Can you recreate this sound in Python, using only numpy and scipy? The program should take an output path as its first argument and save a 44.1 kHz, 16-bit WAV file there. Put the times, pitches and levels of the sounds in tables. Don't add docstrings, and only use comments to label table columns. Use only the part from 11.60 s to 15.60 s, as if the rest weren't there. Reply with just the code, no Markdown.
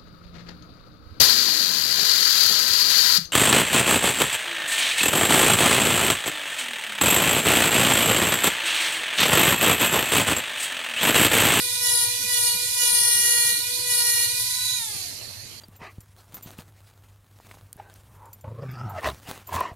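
import sys
import numpy as np
from scipy import signal
from scipy.fft import rfft, irfft
from scipy.io import wavfile
from scipy.ndimage import uniform_filter1d

SR = 44100
rng = np.random.default_rng(int(sys.argv[2]) if len(sys.argv) > 2 else 0)


def persist_wave(psi):
    counts = np.round(np.clip(psi, -1, 1) * 32767).astype(np.int16)
    wavfile.write(sys.argv[1], SR, np.atleast_2d(counts).T)


N = 176400
T = np.arange(N) / SR
RELEASE_S = 3.16


def amp(db):
    return 10 ** (np.asarray(db) / 20)


def curve(points):
    return np.interp(T, *np.transpose(points))


def sides(table, at):
    x, left, right = np.transpose(table)
    return amp([np.interp(at, x, left), np.interp(at, x, right)])


def swell(centre_s, width_s):
    return np.exp(-.5 * ((T - centre_s) / width_s) ** 2)


def wander(rate_hz):
    step = 2 ** 5
    count = N // step + 2
    hz = np.fft.rfftfreq(count, step / SR)
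    lowpass = np.exp(-.5 * (hz / rate_hz) ** 2)
    drift = irfft(rfft(rng.standard_normal(count)) * lowpass)
    return np.interp(T, np.arange(len(drift)) * step / SR, drift / drift.std())


def air(table, same, patchy_db, size=1024):
    frames, hz = N * 4 // size + 5, np.fft.rfftfreq(size, 1 / SR)
    a, b, c, d, patches = rng.standard_normal((frames, size // 2 + 1, 5)).T
    for axis in (0, 1):
        patches = uniform_filter1d(patches, size=10, axis=axis)
    same = np.clip(same, -1, 1)
    left = a + 1j * b
    right = same * left + np.sqrt(1 - same ** 2) * (c + 1j * d)
    spectrum = np.array([left, right]) * sides(table, hz)[:, :, None]
    spectrum *= amp(patchy_db * patches / patches.std())
    noise = signal.istft(spectrum, nperseg=size, noverlap=size * 3 // 4)[1][:, :N]
    return np.sqrt(2 ** 11 / size) * noise


def theatre():
    # f/Hz, left level/dB, right level/dB, before its wavering
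    vent = [(20, -94, -90), (54.6, -70, -68.5), (86.5, -74, -59), (114.5, -54.5, -53.5), (150, -80, -63),
            (200, -66.5, -63.5), (280, -97, -93.5), (433, -86, -79.5), (650, -101, -98.5),
            (1290, -104, -107), (4000, -96, -99), (15000, -98, -100)]
    rumble = air(vent, same=.55, patchy_db=1.5, size=4096) * amp(3.94 * wander(17))

    hum_hz, throb_hz, throb_depth = 100.6, 16.4, 0.94
    throb = 1 + throb_depth * np.cos(2 * np.pi * throb_hz * T + 1.4 * wander(4.9))
    level = amp(-52 + 1.86 * wander(12)) * throb
    hum = level * np.sin(2 * np.pi * hum_hz * T + 0.48 * wander(6.1))
    return rumble + hum * amp([[-4.5], [2]])


def low_swells():
    # t/s, right-side level/dB, f/Hz
    moments = [(.06, -44.5, 364), (.61, -46.5, 278), (.651, -43.5, 200), (.957, -41.5, 185),
               (1.03, -48.5, 364), (1.334, -46, 207), (1.597, -45.5, 202), (1.661, -44, 357),
               (1.93, -44, 184), (1.987, -44.5, 315), (2.13, -50, 249), (2.191, -45.5, 338)]
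    width_s = 0.011
    swells = sum(amp(db) * swell(s, width_s) * np.sin(2 * np.pi * hz * (T - s)) for s, db, hz in moments)
    return swells * amp([[-6], [0]])


def speed():
    # t/s, f/Hz (turns per second)
    turn_rate = [(0, 487.8), (0.23, 487.5), (0.32, 482.2), (0.4, 480.5), (0.47, 480.7), (0.52, 487.5),
                 (0.7, 489.0), (0.8, 482.5), (0.9, 480.5), (1.0, 484.7), (1.16, 488.3), (1.26, 483.4),
                 (1.4, 479.9), (1.72, 477.7), (1.97, 477.2), (2.04, 485.7), (2.13, 490.9), (2.25, 490.4),
                 (2.4, 480.1), (2.55, 476.6), (2.67, 477.2), (2.72, 486.1), (2.8, 490.7), (3.05, 493.0),
                 (3.16, 491.2)]
    coast_s = 0.95
    return curve(turn_rate) * np.exp(-np.maximum(T - RELEASE_S, 0) / coast_s)


def rotor(jitter=0.00072):
    return np.cumsum(speed() * (1 + jitter * wander(70))) / SR


def contact():
    # start t/s, start of lift t/s, level/dB, lift time/s
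    presses = [(0.197, 0.44, 0, 0.056), (0.666, 0.883, -.5, 0.12), (1.145, 1.871, 2, 0.16),
               (2.242, 2.633, -.5, 0.067), (2.728, 2.8, -7, 0.035)]
    bite_s = 0.072
    force = 0
    for start, end, db, lift in presses:
        bite = np.clip((T - start) / bite_s, 0, 1)
        force = force + amp(db) * bite * np.clip(1 - (T - end) / lift, 0, 1)
    return force


def thinned(hiss, size=1024):
    thin_db, thin_load_db = -11, -14
    thin_end_s, thin_fade_s = 3.6, .35
    thin_top_hz = 3480
    hz, t, spectrum = signal.stft(hiss, SR, nperseg=size, noverlap=size * 3 // 4)
    cut_db = (thin_db + thin_load_db * contact()) * np.clip((thin_end_s - T) / thin_fade_s, 0, 1)
    between = np.sin(np.pi * hz[:, None] / np.interp(t, T, speed())) ** 2
    reach = np.clip(2 - 2 * hz / thin_top_hz, 0, 1)[:, None]
    spectrum = spectrum * amp(np.interp(t, T, cut_db) * reach * between)
    return signal.istft(spectrum, SR, nperseg=size, noverlap=size * 3 // 4)[1][:, :N]


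def exhaust():
    # f/Hz, left level/dB, right level/dB
    full_flow = [(700, -135, -141), (1356, -78, -77), (1820, -75, -58.5), (2100, -78, -54.5),
                 (3150, -60, -59), (3090, -58, -57), (4110, -76, -46.5), (4750, -56, -53), (5300, -69, -51),
                 (5900, -61.5, -52), (7230, -60, -52), (8070, -72, -52), (8830, -48.5, -59.5),
                 (9430, -44.5, -54), (10730, -54.5, -53.5), (12000, -54, -53), (13100, -59, -57.5),
                 (15300, -61, -69)]
    emptying = [(616, -70, -65), (1350, -84, -70.5), (2100, -70.5, -64.5), (3740, -74, -64.5),
                (4250, -70, -52), (5180, -73, -61.5), (6300, -77, -62), (7240, -71, -61),
                (8200, -77, -71.5), (9500, -62, -73), (10500, -77, -73), (11600, -66, -62),
                (12400, -72, -78), (14300, -80, -79)]
    drawn_away = [(5200, -100, -92), (6130, -78, -48), (7000, -50, -44), (7040, -56, -68), (8100, -99, -87)]
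    # t/s, level/dB
    flow_level = [(0, 2), (1.25, 2.5), (1.6, 0.5), (2.0, 1), (2.8, 2.5), (3.15, 0.5), (3.27, -3.5),
                  (3.45, -7.5), (3.6, -17), (4, -34)]
    bleed_db, bleed_db_per_s = -3, 10.5
    onset = np.clip((T - RELEASE_S) / 0.17, 0, 1) ** 2
    bleeding = onset * amp(bleed_db - bleed_db_per_s * (T - 4.0))
    flow = amp(curve(flow_level) + .5 * wander(23))
    hiss = flow * air(full_flow, same=0.04, patchy_db=2.0)
    hiss += bleeding * air(emptying, same=0.12, patchy_db=2.5)
    turned = swell(3.08, 0.13) * air(drawn_away, same=0.16, patchy_db=2.0)
    return thinned(hiss) + turned


def room(x):
    # f/Hz, t60/s
    decay = [(300, 0.34), (3000, 0.26), (14000, 0.045)]
    taps = rng.choice([-1., 1.], (2, SR)) * (rng.random((2, SR)) < 3000 / SR)
    taps *= T[:SR] > .003
    hz, t, spectrum = signal.stft(taps, SR, nperseg=256)
    t60 = np.interp(hz, *np.transpose(decay))[:, None]
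    tail = signal.istft(spectrum * amp(-60 * t / t60), SR, nperseg=256)[1]
    return signal.fftconvolve(x, tail / np.linalg.norm(tail[0]), axes=1)[:, :N]


def pulses(turns, gains, waver_db, waver_hz, scatter, fuzz, fuzz_hz, count):
    drift_rad, drift_multiple, drift_hz = 0.98, 11, 1.2
    out = np.zeros((2, N))
    for k in range(count):
        wave = amp(waver_db * wander(waver_hz)) * np.exp(2j * np.pi * (k + 1) * turns)
        wave = wave * (1 + fuzz * (wander(fuzz_hz) + 1j * wander(fuzz_hz)))
        drift = drift_rad * np.tanh((k + 1) / drift_multiple) * wander(drift_hz)
        lag = scatter * rng.standard_normal() + np.array([drift, -drift])
        out += gains(k) * (wave * np.exp(1j * lag)).real
    return out


def motor(turns):
    # left level/dB, right level/dB
    tones = [(-57, -48), (-47.5, -50), (-53, -47.5), (-48, -42.5), (-47, -41), (-50, -44.5), (-60, -42),
             (-48, -37), (-60, -34.5), (-50, -38), (-51, -43)]
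    # t/s, right-side level/dB
    whine_level = [(0, -71), (2.75, -42), (3.03, -24.5), (3.16, -24), (3.2, -32), (3.4, -52)]
    coast_db_per_s, coast_db_per_multiple_s = 22, 15
    clear_s, clear_db, clear_fade_s = 2.674, -14.5, 0.22
    coasting = np.maximum(T - RELEASE_S, 0)
    clearing_db = clear_db * np.clip((T - clear_s) / clear_fade_s, 0, 1)

    def colour(k):
        fade_db = clearing_db * (k == 0) - coast_db_per_multiple_s * k * coasting
        return amp(tones[k])[:, None] * amp(fade_db)

    tone = pulses(turns, colour, waver_db=2.1, waver_hz=11, scatter=1.99, fuzz=0.38, fuzz_hz=28.7,
                  count=len(tones))
    tone *= amp(-0.5 + contact())
    whine = amp(curve(whine_level)) * np.cos(2 * np.pi * 8 * turns)
    return (tone + whine * amp([[-13], [0]])) * amp(-coast_db_per_s * coasting)


def bur(turns, rough=0.11):
    # t/s, share of the second colour (0 to 1)
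    colour_blend = [(0, 0.79), (1.58, 0.041), (1.8, 1), (2.3, 0.12), (2.52, 1)]
    # left level/dB, right level/dB
    first_colour = [(-55, -47), (-48, -45), (-49, -45), (-43, -32), (-49, -41), (-50, -35), (-45, -35),
                    (-51, -46), (-48, -33), (-53, -31), (-45, -32), (-43, -31), (-42, -31), (-43, -30),
                    (-50, -35), (-53, -40), (-47, -41), (-28, -45), (-21, -41), (-32, -34), (-28, -44),
                    (-27, -31), (-29, -32), (-44, -34), (-36, -39), (-38, -34), (-41, -36), (-43, -40),
                    (-44, -49), (-43, -44)]
    second_colour = [(-54, -45), (-46, -44), (-46, -43), (-43, -33), (-43, -35), (-47, -35), (-45, -36),
                     (-50, -40), (-46, -30), (-55, -34), (-48, -30), (-40, -34), (-44, -38), (-46, -28),
                     (-48, -37), (-45, -32), (-41, -41), (-40, -44), (-26, -42), (-26, -39), (-25, -40),
                     (-26, -32), (-32, -30), (-35, -34), (-38, -35), (-40, -38), (-44, -37), (-37, -35),
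                     (-41, -36), (-43, -43)]
    # f/Hz, left level/dB, right level/dB
    screech_colour = [(3000, -112.5, -104.5), (5800, -69, -75), (8200, -61, -57), (9250, -57, -66),
                      (9800, -43.5, -74), (11200, -66, -67), (14300, -58, -58)]
    # t/s, right-side level/dB
    skids = [(1.005, -27), (1.972, -22)]
    squeak_hz, squeak_s = 4353, 0.0067
    blend = curve(colour_blend)

    def colour(k):
        return sides([(0, *first_colour[k]), (1, *second_colour[k])], blend)

    buzz = pulses(turns, colour, waver_db=1.25, waver_hz=3.5, scatter=0.92, fuzz=0.21, fuzz_hz=37.7,
                  count=len(second_colour))
    buzz *= amp(-0.5) * (1 + rough * wander(61))
    once_a_turn = 1 + .5 * np.cos(2 * np.pi * turns)
    screech = air(screech_colour, same=0.033, patchy_db=-4.0) * once_a_turn
    squeaks = sum(amp(db) * swell(s, squeak_s) for s, db in skids) * np.sin(2 * np.pi * squeak_hz * T)
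    return contact() * (buzz + screech) + squeaks * amp([[-12], [0]])


def scene():
    turns = rotor()
    drill = motor(turns) + bur(turns)
    return theatre() + low_swells() + exhaust() + amp(-8.5) * room(drill) + drill


def record(dry):
    edge_hz = 14540
    lowpass = signal.firwin(1501, edge_hz, window=("kaiser", 9), fs=SR)
    return signal.oaconvolve(dry, lowpass[None], "same")


dry = scene()
out = record(dry)
persist_wave(out)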